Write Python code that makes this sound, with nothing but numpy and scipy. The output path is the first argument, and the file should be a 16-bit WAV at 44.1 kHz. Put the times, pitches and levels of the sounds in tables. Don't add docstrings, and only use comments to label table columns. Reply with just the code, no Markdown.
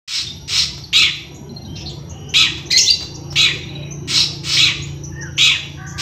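import sys
import numpy as np
from scipy import signal
from scipy.fft import rfft, irfft, next_fast_len
from scipy.io import wavfile
from scipy.ndimage import uniform_filter1d

SR = 44100
rng = np.random.default_rng(int(sys.argv[2]) if len(sys.argv) > 2 else 0)


def file_out(sig):
    cols = np.atleast_2d(sig).T
    lim = np.clip(cols, -1, 1)
    pcm = np.round(lim * 32767).astype(np.int16)
    wavfile.write(sys.argv[1], SR, pcm)


N = 265217
TIME = np.arange(N) / SR

# (multiple of the pitch, width [Hz], gain [dB])
SYRINX_PARTIALS = [(0.998, 66, -16), (1.2, 123, -22), (1.82, 72, -7), (2, 65.3, -1), (2.28, 171, -4.5),
                   (2.681, 126.6, 1), (3, 157, 0.5), (3.179, 96, -6), (3.849, 323, -4.5), (4.901, 475, -7),
                   (5.7, 418, -8.5)]
# (frequency [Hz], width [Hz], gain [dB])
THROAT_MODES = [(2740, 550, -3), (3480, 260, -2.5), (4040, 350, 0.5)]
# (frequency [Hz], gain [dB])
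BREATHY_NOISE = [(900, -49), (1700, -38), (3000, 10), (6500, 8.5), (8300, -3.5), (9800, -17.5),
                 (11700, -7.5), (13000, -9.5), (13800, -23), (15300, -3), (16000, -20)]
def rasp(length, level_db, pitch_hz, crest=.39, jitter=.0131, air_db=-17, grit=.27, flutter=.59):
    size = int(length * SR)
    share = np.linspace(0, 1, size)
    t = share * length
    closing = np.clip((share - crest) / (1 - crest), 0, 1)
    effort_db = -7 * np.exp(-t / .012) - 19 * closing ** 2.31
    beak_db = -19 * closing
    arch = 1.01 - .85 * (share - crest) ** 2
    scoop = 1 - .2194 * np.exp(-t / .00398)
    phase = phase_of(pitch_hz * arch * scoop * (1 + jitter * wander(205, size).real))
    chaos = np.linspace(.603, 1.897, size)
    voice = np.zeros(size)
    for k, width_hz, db in SYRINX_PARTIALS:
        shake, swell = wander(700, size).real, wander(120, size).real
        slip = phase_of(width_hz * chaos * shake) + 2 * np.pi * rng.random()
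        gain = amp(db + beak_db * np.clip(k / 2 - 1, 0, 1))
        voice += gain * (1 + flutter * chaos * swell) * np.cos(k * phase + slip)
    air = amp(air_db + beak_db) * noise(BREATHY_NOISE, size) * (1 + .97 * np.cos(phase))
    voice = unit(voice + ring(voice, THROAT_MODES)) + air
    voice *= np.exp(grit * wander(720, size).real)
    voice /= np.sqrt(uniform_filter1d(voice ** 2, size=350) + 1e-9)
    return amp(level_db + effort_db) * voice * signal.windows.tukey(size, .04)


# (frequency [Hz], gain [dB])
BEAK_HALF_SHUT = [(650, -32), (1250, -7), (1650, -10), (2300, 1.5), (3100, -0.5), (3600, 3), (5400, 4.5),
                  (7000, -5.5), (7700, -4), (9500, -19), (10800, -56), (12500, -29), (14900, -21),
                  (16000, -40)]
BEAK_OPEN = [(650, -33), (1250, -15), (1650, -30), (2700, -6.5), (3300, -7.5), (4050, 5), (4600, -1),
             (5400, 3), (6100, -12), (8100, -21.5), (10700, -36.5), (13500, -46), (15100, -26),
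             (16000, -40)]
def hiss(peak_db, beak, attack_s=.019, swell_s=.11, hold_s=.056, release_s=.05, grit=.18):
    held = swell_s + hold_s
    length = held + release_s
    t = np.arange(int(length * SR)) / SR
    level_db = peak_db + np.interp(t, [0, attack_s, swell_s, held, length], [-20, -11, 0, -7, -36])
    opening = beak * np.minimum(t / swell_s, 1) ** 2
    shut = unit(noise(BEAK_HALF_SHUT, len(t)) + rasp(length, level_db=-6.5, pitch_hz=1131))
    air = np.sqrt(1 - opening) * shut + np.sqrt(opening) * noise(BEAK_OPEN, len(t))
    return amp(level_db) * unit(air * np.exp(grit * wander(1100, len(t)).real))


# (time [s], pitch [Hz], level [dB], octave gain [dB], roughness [0-1])
SQUEAL_COURSE = [(2.702, 1867, -31.5, 5, .5), (2.713, 2195, -14.5, 9, 0.4), (2.722, 2603, -15, 5, 0.77),
                 (2.733, 2020, -15, 9, 0.19), (2.759, 2075, -19.5, -9.5, .05), (2.763, 2100, -9, 19, 0.18),
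                 (2.775, 2213, -9.5, 12, 0.22), (2.778, 3314, -13, 9, 0.54), (2.786, 3370, -13, 9.5, 0.65),
                 (2.792, 2603, -9, 6.5, 0.63), (2.805, 2656, -13.5, 21, 0.26),
                 (2.812, 3046, -12.5, 23, 0.67), (2.856, 2903, -24.5, 8, 0.68),
                 (2.864, 3430, -21, -21, 0.15), (2.882, 3650, -12.5, -20, .1)]
# (time [s], length [s], pitch [Hz], level [dB])
SQUEAL_PIPS = [(2.880, .012, 4020, -8.5), (2.891, .0107, 2794, -17.5), (2.9, .015, 4666, -7.5)]
def squeal(scratch=.22):
    out = np.zeros(N)
    times, *columns = np.transpose(SQUEAL_COURSE)
    t = np.arange(times[0], times[-1], 1 / SR)
    hz, db, octave_db, rough = (np.interp(t, times, column) for column in columns)
    tone = whistle(hz, octave_db, rough, jitter=.134, upper_db=-20.5, breath_db=1)
    tone /= np.hypot(1, amp(octave_db))
    tone *= 1 + scratch * wander(484, len(t)).real
    add(out, times[0], amp(db) * tone * signal.windows.tukey(len(t), .03))
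    for start, length, pip_hz, pip_db in SQUEAL_PIPS:
        pip = note(length, pip_hz, .077, pip_db, octave_db=-33.5, rough=.27, upper_db=-20, breath_db=-12.5)
        add(out, start, pip)
    return out


# (time [s], level [dB])
CAGE_TAPS = [(0.778, -34.5), (2.579, -35), (3.007, -30), (3.026, -30), (3.325, -31.5), (4.871, -39)]
# (frequency [Hz], gain [dB])
BAMBOO_COLOUR = [(900, 7), (2000, 0), (4500, 7.5), (7500, -4), (10000, -25), (13500, -26), (15200, -10)]
def taps(t60=.081):
    out, t = np.zeros(N), np.arange(4096) / SR
    for start, db in CAGE_TAPS:
        add(out, start, amp(db - 60 * t / t60) * noise(BAMBOO_COLOUR, len(t)))
    return out


# (start [s], end [s], level [dB], pitch near the crest [Hz])
RASP_CALLS = [(0.928, 1.102, -11, 1295), (2.338, 2.486, -11, 1289), (3.356, 3.522, -12.5, 1283),
              (4.566, 4.729, -12.5, 1271), (5.377, 5.57, -12, 1266)]
# (time [s], peak level [dB], beak opening [0-1])
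HISS_CALLS = [(0.056, -18.5, 0.71), (0.477, -14, 0.78), (4.075, -12.5, 0.98), (4.435, -16, 0.72),
              (5.98, -11.5, 0.9)]
def shrike():
    out = squeal() + taps()
    for start, end, level_db, pitch_hz in RASP_CALLS:
        add(out, start, rasp(end - start, level_db, pitch_hz))
    for start, peak_db, beak in HISS_CALLS:
        add(out, start, hiss(peak_db, beak))
    return out


def whistle(hz, octave_db, rough, jitter=.114, upper_db=-35, breath_db=-35):
    phase = phase_of(hz * (1 + jitter * rough * wander(1040, len(hz)).real))
    upper = sum(amp(-6 * (k - 3.5) + read(BREATHY_NOISE, k * hz)) * np.sin(k * phase) * (k * hz < SR / 2)
                for k in range(3, 8))
    tone = np.sin(phase) + amp(octave_db) * np.sin(2 * phase) + amp(upper_db + octave_db / 2) * upper
    return np.sqrt(2) * (tone + amp(breath_db) * rough * noise(BREATHY_NOISE, len(hz)))


def note(length, hz, rise, db, **timbre):
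    glide = 1 + rise * np.linspace(-.5, .5, int(length * SR))
    return amp(db) * whistle(hz * glide, **timbre) * signal.windows.tukey(len(glide), .35)


# (time [s], pitch [Hz], level [dB], roughness [0-1])
YARD_PEEPS = [(1.342, 6720, -45, 0.4), (2.092, 6400, -41, 0.48), (2.287, 6133, -38.5, .5),
              (2.654, 5980, -40, .6), (3.14, 5680, -36.5, .7), (3.302, 5430, -34.5, 0.54),
              (3.906, 6170, -34, 0.09), (4.819, 6720, -36.5, 0.22), (5.033, 5925, -35, .5),
              (5.209, 5830, -34.5, 0.47), (5.365, 6160, -34.5, 0.25)]
YARD_TICKS = [(.266, 3600, -27.5, 0.47), (.298, 3600, -34, 0.5), (.836, 4440, -34.5, 0.5),
              (1.492, 4080, -41.5, .03), (1.562, 4195, -34.5, 0.06), (1.648, 3880, -42, .5),
              (3.63, 3690, -38, .4), (3.689, 3905, -37, 0.26), (3.752, 3886, -34.5, 0.14),
              (3.824, 3930, -38, 0.26)]
# (time [s], length [s], pitch [Hz], level [dB], octave gain [dB])
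YARD_CHATTER = [(1.751, 0.088, 2717, -44, 4.5), (1.754, 0.016, 3910, -37.5, -39),
                (1.805, 0.022, 3490, -40, -18), (1.855, 0.035, 4130, -31.5, -39),
                (1.891, 0.029, 3404, -36.5, -11), (5.858, 0.083, 6210, -41, -30)]
# (time [s], length [s], pitch [Hz], rise [share], level [dB], roughness [0-1])
FAR_WHISTLES = [(1.66, 0.16, 3130, 0.024, -51, 0.32), (2.082, 0.33, 2963, .08, -48.5, 0.48),
                (3.622, 0.3435, 2566, -0.13, -48, .9), (5.113, 0.117, 1813, 0.082, -38, 0.13),
                (5.213, 0.074, 1602, -0.2, -38.5, 0.6)]
def neighbours():
    out = np.zeros(N)
    for start, hz, db, rough in YARD_PEEPS:
        add(out, start, note(length=.028, hz=hz, rise=.074, db=db, octave_db=-37, rough=rough))
    for start, hz, db, rough in YARD_TICKS:
        add(out, start, note(length=.013, hz=hz, rise=-.04, db=db, octave_db=-39, rough=rough))
    for start, length, hz, db, octave_db in YARD_CHATTER:
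        add(out, start, note(length, hz, rise=.023, db=db, octave_db=octave_db, rough=.87))
    for start, length, hz, rise, db, rough in FAR_WHISTLES:
        add(out, start, note(length, hz, rise, db, octave_db=-47, rough=rough))
    return out


# (frequency [Hz], width [Hz], gain [dB])
ROOSTER_MODES = [(780, 85, -8), (1160, 110, 0), (1620, 130, 3)]
def rooster(start_s=5.76, attack_s=.018, rise_s=.184, top_hz=391, level_db=-41.5, flutter_db=4):
    out, t = np.zeros(N), np.arange(SR // 2) / SR
    scoop = .09 * (1 - t / rise_s) ** 2
    phase = phase_of(top_hz * (1 - scoop + .014 * wander(40, len(t)).real))
    slip = phase_of(9 * wander(250, len(t)).real)
    folds = sum(np.cos(k * phase + (k - 1) ** 2 * slip) for k in range(2, 6))
    level = amp(level_db + flutter_db * wander(35, len(t)).real) * np.minimum(t / attack_s, 1)
    add(out, start_s, level * unit(ring(folds, ROOSTER_MODES)))
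    return out


# (frequency [Hz], width [Hz], level [dB])
INSECT_BANDS = [(5760, 29, -53.5), (11530, 100, -67)]
def insects(swell_db=4):
    out = np.zeros(N)
    for hz, width, db in INSECT_BANDS:
        level = amp(db + swell_db * wander(4.1, N).real)
        trill = wander(width, N) * np.exp(2j * np.pi * hz * TIME)
        out += level * unit(trill.real)
    return out


# (time [s], relative level [dB])
DRONE_LEVEL = [(0.15, -58), (0.28, -39.5), (2.66, -33), (2.92, -47), (3.21, -29.5), (5.33, -28.5),
               (5.62, -39), (5.71, -33), (6.0, -29)]
# (multiple of the firing rate, gain [dB])
FIRING_ORDERS = [(3, -6.5), (4, -5.5), (5, 2), (6, -7.5), (10, -18.5), (11, -11.5), (12, -10.5)]
def engine(firing_hz=28.43, trim_db=-1.5, waver=.32):
    phase = phase_of(firing_hz * (1 + .01224 * wander(2.03, N).real))
    drone = sum(amp(db) * (1 + waver * wander(18, N).real) * np.cos(k * phase + 2 * np.pi * rng.random())
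                for k, db in FIRING_ORDERS)
    return amp(trim_db + np.interp(TIME, *np.transpose(DRONE_LEVEL))) * unit(drone)


# (time [s], level [dB])
ROAR_LEVEL = [(.1, -66), (.33, -44), (1.1, -44), (1.8, -37.5), (2.7, -37), (2.9, -42.5), (3.4, -37.5),
              (4.8, -40), (6, -44)]
# (frequency [Hz], gain [dB])
ROAD_RUMBLE = [(25, -42), (42, -33), (58, 10.5), (78, 15.5), (100, 15), (125, 10.5), (180, 10.5),
               (260, -44)]
ROAD_ROAR = [(120, -8), (200, 2.5), (360, 4.5), (480, -4), (650, -8), (950, -9), (1400, -21), (2500, -24),
             (8000, -62)]
def road(rumble_db=-37.5, swell_db=2.5, follow=.42):
    roar_db = np.interp(TIME, *np.transpose(ROAR_LEVEL))
    drift_db = follow * (roar_db - roar_db.mean()) + swell_db * wander(3.7, N).real
    rumble = amp(rumble_db + drift_db) * noise(ROAD_RUMBLE, N)
    roar = amp(roar_db) * patchy(noise(ROAD_ROAR, N), depth_db=5, size=3)
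    return rumble + roar


# (frequency [Hz], gain [dB])
BACKGROUND_COLOUR = [(600, -2), (1500, -2), (2400, -6), (3000, 11.5), (3800, -8), (5000, -0.5), (6200, 1.5),
                     (8000, -32), (10000, -45), (16000, -54)]
def background_hiss(level_db=-52):
    return amp(level_db) * patchy(noise(BACKGROUND_COLOUR, N), depth_db=6, size=25)


def ground(x, lag_s=.00075, share=.055):
    return (x + share * np.interp(TIME - lag_s, TIME, x)) / np.hypot(1, share)


# (frequency [Hz], time to fall 60 dB [s])
YARD_DECAY = [(500, 0.72), (3000, 0.54), (6000, 0.64), (9000, 0.34), (15000, 0.11)]
def yard(x, near_db, far_db, near_t60, build_s=.049):
    t = np.arange(SR) / SR
    near, far = rng.choice([-1., 1.], (2, SR)) * (rng.random((2, SR)) < 2000 / SR)
    near = near * amp(-60 * t / near_t60) * (t > .002)
    hz, when, spectrum = signal.stft(far * np.minimum(t / build_s, 1), SR, nperseg=256)
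    decay = amp(-60 * when / read(YARD_DECAY, hz)[:, None])
    far = signal.istft(spectrum * decay, SR, nperseg=256)[1][:SR]
    echo = amp(near_db) * near / np.linalg.norm(near) + amp(far_db) * far / np.linalg.norm(far)
    return x + signal.fftconvolve(x, echo)[:N]


def amp(db):
    return 10 ** (np.asarray(db) / 20)


def unit(x):
    return x / np.sqrt(np.mean(abs(x) ** 2) + 1e-20)


def read(points, hz):
    f, value = np.transpose(points)
    return np.interp(np.log(hz + 1), np.log(f), value)


def add(mix, start_s, sound):
    part = mix[round(start_s * SR):][:len(sound)]
    part += sound[:len(part)]


def noise(colour, size):
    padded = next_fast_len(size)
    gain = amp(read(colour, np.fft.rfftfreq(padded, 1 / SR)))
    return unit(irfft(rfft(rng.standard_normal(padded)) * gain, padded)[:size])


def wander(width_hz, size):
    padded = next_fast_len(size)
    reach = min(4096, padded // 2)
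    bins = np.arange(-reach, reach)
    bell = np.exp(-2 * (bins * SR / padded / width_hz) ** 2)
    spectrum = np.zeros(padded, complex)
    spectrum[bins] = (rng.standard_normal((len(bins), 2)) @ [1, 1j]) * bell
    return unit(np.fft.ifft(spectrum)[:size])


def phase_of(hz):
    return 2 * np.pi * np.cumsum(hz) / SR


def ring(x, modes):
    return sum(amp(db) * signal.lfilter(*signal.iirpeak(hz, hz / width, SR), x) for hz, width, db in modes)


def patchy(x, depth_db, size):
    spectrum = signal.stft(x, nperseg=2048)[2]
    patches = uniform_filter1d(rng.standard_normal(spectrum.shape), size=size, axis=0)
    swells = unit(uniform_filter1d(patches, size=7, axis=1))
    return unit(signal.istft(spectrum * amp(depth_db * swells), nperseg=2048)[1][:N])


def scene():
    close = ground(shrike())
    farther = neighbours() + rooster()
    birds = yard(close, near_db=-4, far_db=-13, near_t60=.23)
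    birds += yard(farther, near_db=-1, far_db=-8.5, near_t60=.12)
    return (birds + insects() + engine() + road() + background_hiss())[None]


def record(dry, ceiling=.96, edge_hz=15650):
    x = dry * np.interp(TIME, [.076, .08, .25], [0, .7, 1])
    x = x / (1 + (x / ceiling) ** 8) ** (1 / 8)
    lowpass = signal.firwin(511, edge_hz, window=("kaiser", 9), fs=SR)
    return signal.oaconvolve(x, lowpass[None], "same")


dry = scene()
out = record(dry)
file_out(out)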